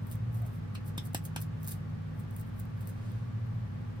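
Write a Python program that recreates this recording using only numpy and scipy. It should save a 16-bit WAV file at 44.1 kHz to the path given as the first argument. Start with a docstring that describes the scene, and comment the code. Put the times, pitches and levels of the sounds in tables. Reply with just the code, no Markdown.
"""Wet hands shape a patty of minced mixture in a small kitchen, slightly to the right.
Four soft smacks land between the palms: skin slaps and squelches, trapped air pops, the patty thumps.
Around them sticky skin peels off the mixture with a fine crackle and tiny snaps; then the hands slide away.
Behind it are a low rumble, an appliance's hum, two swelling low tones and one faint, brief higher tone."""
import sys
import numpy as np
from scipy import signal
from scipy.fft import rfft, irfft
from scipy.io import wavfile

SR = 44100
rng = np.random.default_rng(int(sys.argv[2]) if len(sys.argv) > 2 else 0)


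def inscribe(sig):
    """Save sig as 16-bit PCM at rate SR to the path in sys.argv[1].

    A 1-D sig is mono; a 2-D sig holds one channel per row.
    Samples are clipped to [-1, 1] before scaling.
    """
    pcm = np.round(np.clip(np.atleast_2d(sig).T, -1, 1) * 32767)
    wavfile.write(sys.argv[1], SR, pcm.astype(np.int16))


N = 176400
T = np.arange(N) / SR
ROOM_ONSET_S, ROOM_T60_S = 0.0015, 0.12


def from_db(db):
    """Decibels to gain."""
    return 10 ** (np.asarray(db) / 20)


def unit_rms(x):
    """Scale to unit power."""
    return x / np.sqrt(np.mean(x ** 2) + 1e-20)


def coloured(x, points):
    """Filter by a curve of (Hz, dB) points."""
    hz, db = np.transpose(points)
    bins_hz = np.fft.rfftfreq(x.shape[-1], 1 / SR) + 1
    gain = from_db(np.interp(np.log(bins_hz), np.log(hz), db))
    return irfft(rfft(x) * gain, x.shape[-1])


def resonate(x, hz, width_hz):
    """One resonance, unit peak gain."""
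    radius = np.exp(-np.pi * width_hz / SR)
    poles = [1, -2 * radius * np.cos(2 * np.pi * hz / SR), radius ** 2]
    return signal.lfilter(np.array([1, 0, -1]) * (1 - radius ** 2) / 2, poles, x)


def narrow_noise(hz, width_hz):
    """Noise in one narrow resonance, unit power."""
    band = resonate(rng.standard_normal(N + SR), hz, 2 * width_hz)
    return unit_rms(resonate(band, hz, 2 * width_hz)[SR:])


def sine(hz, lead_rad=0):
    """Sine of random phase, unit power."""
    return np.sqrt(2) * np.sin(2 * np.pi * (hz * T + rng.random()) + lead_rad)


def ring(start_s, hz, width_hz):
    """Damped sine."""
    age_s = np.maximum(T - start_s, 0)
    return np.sin(2 * np.pi * hz * age_s) * np.exp(-np.minimum(np.pi * width_hz * age_s, 30))


def swell(peak_s, rise_s, fall_s):
    """Exponential rise to 1, then exponential fall."""
    return np.exp(-np.minimum(np.maximum((peak_s - T) / rise_s, (T - peak_s) / fall_s), 20))


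def burst(peak_s, rise_s, fall_s):
    """Noise burst with the energy of its envelope."""
    envelope = swell(peak_s, rise_s, fall_s)
    return unit_rms(envelope * rng.standard_normal(N)) * np.sqrt(np.mean(envelope ** 2))


def grains(per_s, spread_db=5.5):
    """Random clicks of uneven size, unit power."""
    size = from_db(spread_db * np.minimum(rng.exponential(1, N), 4))
    return unit_rms(size * rng.choice([-1, 1], N) * (rng.random(N) < per_s / SR))


def reflections(x, onset_s, t60_s):
    """Dense dying echoes: one unit-energy tail per channel."""
    age_s = T[:SR // 2] - onset_s
    tail = rng.standard_normal((2, len(age_s))) * (age_s >= 0) * from_db(-60 * np.abs(age_s) / t60_s)
    tail /= np.sqrt(np.sum(tail ** 2, axis=1, keepdims=True))
    return signal.fftconvolve(x[None], tail, axes=1)[:, :N]


# Rumble spectrum. Each row: frequency in Hz, relative level in dB.
RUMBLE_COLOUR = [(15, -34), (27, -0.5), (40, -11), (80, -2), (130, 0.5), (205, -3), (232, -18), (400, -46),
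                 (1000, -61)]
# Low resonances. Each row: frequency in Hz, width in Hz, level in dB.
RUMBLE_MODES = [(57.4, 4.2, -55.5), (114.4, 9.9, -45.5), (156.7, 9.4, -51.5), (200.9, 8.9, -58.5)]


def rumble(level_db=-46.5):
    """Steady low noise with narrow resonances."""
    broad = from_db(level_db) * unit_rms(coloured(rng.standard_normal(N), RUMBLE_COLOUR))
    return broad + sum(from_db(db) * narrow_noise(hz, width_hz) for hz, width_hz, db in RUMBLE_MODES)


# Level curves of the two low tones. Each row: time in seconds, level in dB.
LOWER_THROB = [(0, -69), (.15, -35.5), (.38, -36), (.55, -45), (1.601, -72), (2.75, -41), (3.0, -39.5),
               (3.45, -35), (3.65, -37.5), (3.8, -68), (4, -42)]
UPPER_THROB = [(0, -49.5), (1.0, -49), (1.3, -43.5), (1.52, -40), (1.65, -49.5), (2.08, -43.5),
               (2.3, -56.5), (4, -61)]


def throbs(lower_hz=114.66, upper_hz=156):
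    """Two low tones swell and fade."""
    return sum(from_db(np.interp(T, *np.transpose(levels))) * sine(hz)
               for hz, levels in ((lower_hz, LOWER_THROB), (upper_hz, UPPER_THROB)))


# Motor tones. Each row: frequency in Hz, level in dB, left phase lead in radians.
MOTOR_TONES = [(100, -41.5, .3), (242, -51.5, 2.3)]


def appliance_hum():
    """A motor hums steadily."""
    return sum(from_db(db) * sine(hz, np.array([[lead_rad], [0]])) for hz, db, lead_rad in MOTOR_TONES)


# Room air spectrum. Each row: frequency in Hz, relative level in dB.
AIR_COLOUR = [(100, -5.5), (220, 12), (300, 4.5), (420, 4), (800, -1.5), (1200, -1.5), (1700, -3.5),
              (2600, -11), (5000, -20), (9000, -30), (16000, -67)]
# Room resonances. Each row: frequency in Hz, width in Hz, level in dB.
ROOM_MODES = [(294.9, 12.4, -66.5), (509.5, 19.6, -68.5), (843, 10.5, -69.5), (1145, 58, -67)]


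def room_air(level_db=-53):
    """Diffuse noise; the room rings faintly."""
    air = from_db(level_db) * unit_rms(coloured(rng.standard_normal((2, N)), AIR_COLOUR))
    for hz, width_hz, db in ROOM_MODES:
        air += from_db(db) * np.array([narrow_noise(hz, width_hz) for _ in range(2)])
    return air


# Single snaps. Each row: time in seconds, level before colouring in dB.
SNAPS = [(0.0705, -41), (.0739, -59), (.0998, -53), (0.1142, -32), (0.1218, -38), (0.132, -50),
         (0.155, -40), (.3293, -52), (0.3719, -47), (0.418, -45.5), (0.4223, -48), (0.453, -56),
         (.4659, -61), (.5333, -53), (.7529, -42), (1.0524, -53), (1.1334, -39), (1.1493, -25),
         (1.178, -37), (1.2529, -31), (1.2524, -33), (1.406, -39), (1.4157, -36), (1.6066, -59),
         (1.6214, -54), (1.6316, -38), (1.6454, -34), (1.6519, -41), (1.6756, -27), (1.7112, -43),
         (1.7189, -44), (2.1964, -44), (2.2049, -50), (2.3098, -44), (2.3292, -58), (2.365, -32),
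         (2.3969, -41), (2.413, -41), (2.466, -53), (2.4731, -55), (2.5955, -40), (2.5994, -35.5),
         (2.6058, -51), (2.6533, -51), (2.808, -42), (2.81, -53), (2.8564, -50), (2.8738, -34.5),
         (2.8914, -44), (2.8966, -41), (3.118, -47), (3.548, -60)]
# Snap spectrum. Each row: frequency in Hz, gain in dB.
SNAP_COLOUR = [(1000, -6), (5000, -8), (8000, 4.5), (12500, 4), (16000, 12)]


def snaps(fall_s=0.00026):
    """Sticky threads and air pockets snap one by one."""
    clicks = sum(from_db(db) * burst(at_s, fall_s / 10, fall_s) for at_s, db in SNAPS)
    return coloured(clicks, SNAP_COLOUR)


# Peels. Each row: peak time in seconds, level before colouring in dB, rise and fall in seconds.
PEELS = [(.125, -54, 0.032, 0.016), (.35, -57.5, 0.014, 0.041), (.463, -60, 0.0095, 0.02),
         (.545, -65, 0.037, 0.023), (0.881, -52, 0.016, 0.0094), (1.062, -50.5, 0.016, 0.0089),
         (1.259, -45.5, 0.011, 0.0047), (1.418, -46.5, 0.014, 0.0084), (1.648, -57.5, 0.024, .012),
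         (1.679, -45, 0.011, 0.03), (1.716, -39, 0.0074, 0.0081), (2.2, -65.5, 0.032, 0.023),
         (2.399, -57.5, 0.038, 0.015), (2.48, -70, 0.021, .03), (2.6, -63, 0.038, .016),
         (2.815, -61, 0.025, 0.021), (2.893, -57, 0.026, 0.015)]
# Crackle spectrum. Each row: frequency in Hz, gain in dB.
CRACKLE_COLOUR = [(500, -26), (1500, -4), (3000, -13), (5500, -5.5), (7500, -2), (9500, 3), (13500, 5.5),
                  (16000, 1)]


def peeling(floor_db=-80, ticks_db=-5.5):
    """Skin peels off the mixture in fine clicks and coarser ticks; wet hands crackle faintly between."""
    peel_power = sum((from_db(db) * swell(peak_s, rise_s, fall_s)) ** 2
                     for peak_s, db, rise_s, fall_s in PEELS)
    envelope = np.sqrt(from_db(floor_db) ** 2 + peel_power)
    crackle = grains(per_s=7700) + from_db(ticks_db) * grains(per_s=260)
    return coloured(envelope * crackle, CRACKLE_COLOUR)


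def faint_tone(level_db=-55):
    """A weak, wavering tone comes and goes once."""
    wavering = np.array([narrow_noise(hz=680, width_hz=85) for _ in range(2)])
    return from_db(level_db) * swell(peak_s=.455, rise_s=.09, fall_s=.045) * wavering


# Palm meets patty; levels before filtering. Each row: time in seconds, slap level in dB, rise and fall
# in seconds, treble edge in Hz, air pocket in Hz and dB, thump in dB, squelch in Hz and dB.
SMACKS = [(0.7516, -45.5, 0.0032, 0.005, 14000, 1190, -36, -50, 2740, -34),
          (0.979, -31.5, 0.0014, .0025, 12300, 1040, -33.5, -31.5, 3500, -28),
          (1.1467, -21, 0.00033, 0.00122, 16000, 765, -19.5, -29, 1900, -27.5),
          (1.3617, -25, 0.00019, 0.001453, 13300, 890, -23, -36, 1520, -25)]
# Wet slap spectrum. Each row: frequency in Hz, gain in dB.
SLAP_COLOUR = [(300, -2), (1000, -5.5), (2000, -4.5), (3000, -4.5), (4100, -5.5), (5400, -2), (6800, -4),
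               (8200, 3.5), (10000, 0), (13500, 1.5), (16000, -4)]


def wet_slaps(tail_db=-14.5, tail_s=0.0054, squelch_width_hz=380):
    """The skin in each smack: a wet slap and a short squelch."""
    slaps, squelches = np.zeros(N), np.zeros(N)
    for at_s, db, rise_s, fall_s, edge_hz, _, _, _, squelch_hz, squelch_db in SMACKS:
        contact = burst(at_s, rise_s, fall_s) + from_db(tail_db) * burst(at_s, rise_s, tail_s)
        bandpass = signal.butter(1, [220, edge_hz], "band", fs=SR)
        slaps += from_db(db) * signal.lfilter(*bandpass, contact)
        squelch_s = at_s + fall_s / 2
        fundamental = ring(squelch_s, squelch_hz, squelch_width_hz)
        overtone = from_db(-6) * ring(squelch_s, 1.49 * squelch_hz, squelch_width_hz)
        squelches += from_db(squelch_db) * (fundamental + overtone)
    return squelches + coloured(slaps, SLAP_COLOUR)


def pops_and_thumps(pan_db=1.5, room_db=-10):
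    """The body of each smack, nearly dry: air in the cupped palm pops and the patty thumps."""
    body = np.zeros(N)
    for at_s, _, _, _, _, pocket_hz, pocket_db, thump_db, _, _ in SMACKS:
        pocket = ring(at_s, pocket_hz, width_hz=290)
        body += from_db(pocket_db) * resonate(pocket, pocket_hz, pocket_hz / 3)
        body -= from_db(thump_db) * ring(at_s, hz=270, width_hz=85)
    room = from_db(room_db) * reflections(body, ROOM_ONSET_S, ROOM_T60_S)
    return body * from_db([[-pan_db], [pan_db]]) + room


# Skin friction spectrum. Each row: frequency in Hz, relative level in dB.
RUB_COLOUR = [(500, 9), (2000, 4), (5000, 0), (10000, -1), (14000, -8), (16000, -5)]


def rub(level_db=-64):
    """Skin brushes faintly as the hands slide away."""
    friction = unit_rms(coloured(rng.standard_normal(N), RUB_COLOUR))
    return from_db(level_db) * swell(peak_s=3.075, rise_s=.13, fall_s=.13) * friction


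# Share glancing off hands and bowl. Each row: frequency in Hz, share in dB.
SCATTERED = [(300, -6), (1000, -5.5), (2200, -2.5), (4000, -28.5), (7000, -5.5), (16000, -36)]
# Room tail spectrum. Each row: frequency in Hz, gain in dB.
ROOM_COLOUR = [(200, -13), (1000, -2), (2200, 0), (4000, 3.5), (5500, 1), (8000, -5), (16000, -10)]


def kitchen(x, left_lag_s=.000215, pan_db=.25, room_db=-0.5):
    """Direct sound arrives on the right first; hands and bowl scatter part; a short room tail follows."""
    unscattered = [(hz, 10 * np.log10(max(1 - from_db(db) ** 2, .1))) for hz, db in SCATTERED]
    right = coloured(x, unscattered)
    delay = np.exp(-2j * np.pi * np.fft.rfftfreq(N, 1 / SR) * left_lag_s)
    left = irfft(rfft(right) * delay, N)
    direct = np.array([left, right]) * from_db([[-pan_db], [pan_db]])
    scatter = reflections(coloured(x, SCATTERED), onset_s=0, t60_s=0.009)
    room = from_db(room_db) * reflections(coloured(x, ROOM_COLOUR), ROOM_ONSET_S, ROOM_T60_S)
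    return direct + scatter + room


def scene():
    """The hands in the kitchen, over the background."""
    hands = kitchen(wet_slaps() + snaps() + peeling() + rub()) + pops_and_thumps()
    background = rumble() + throbs() + appliance_hum() + room_air() + faint_tone()
    return hands + background


def record(dry):
    """Steep treble cut."""
    cutoff_hz = 16100
    return signal.sosfiltfilt(signal.butter(16, cutoff_hz, fs=SR, output="sos"), dry)


dry = scene()
out = record(dry)
inscribe(out)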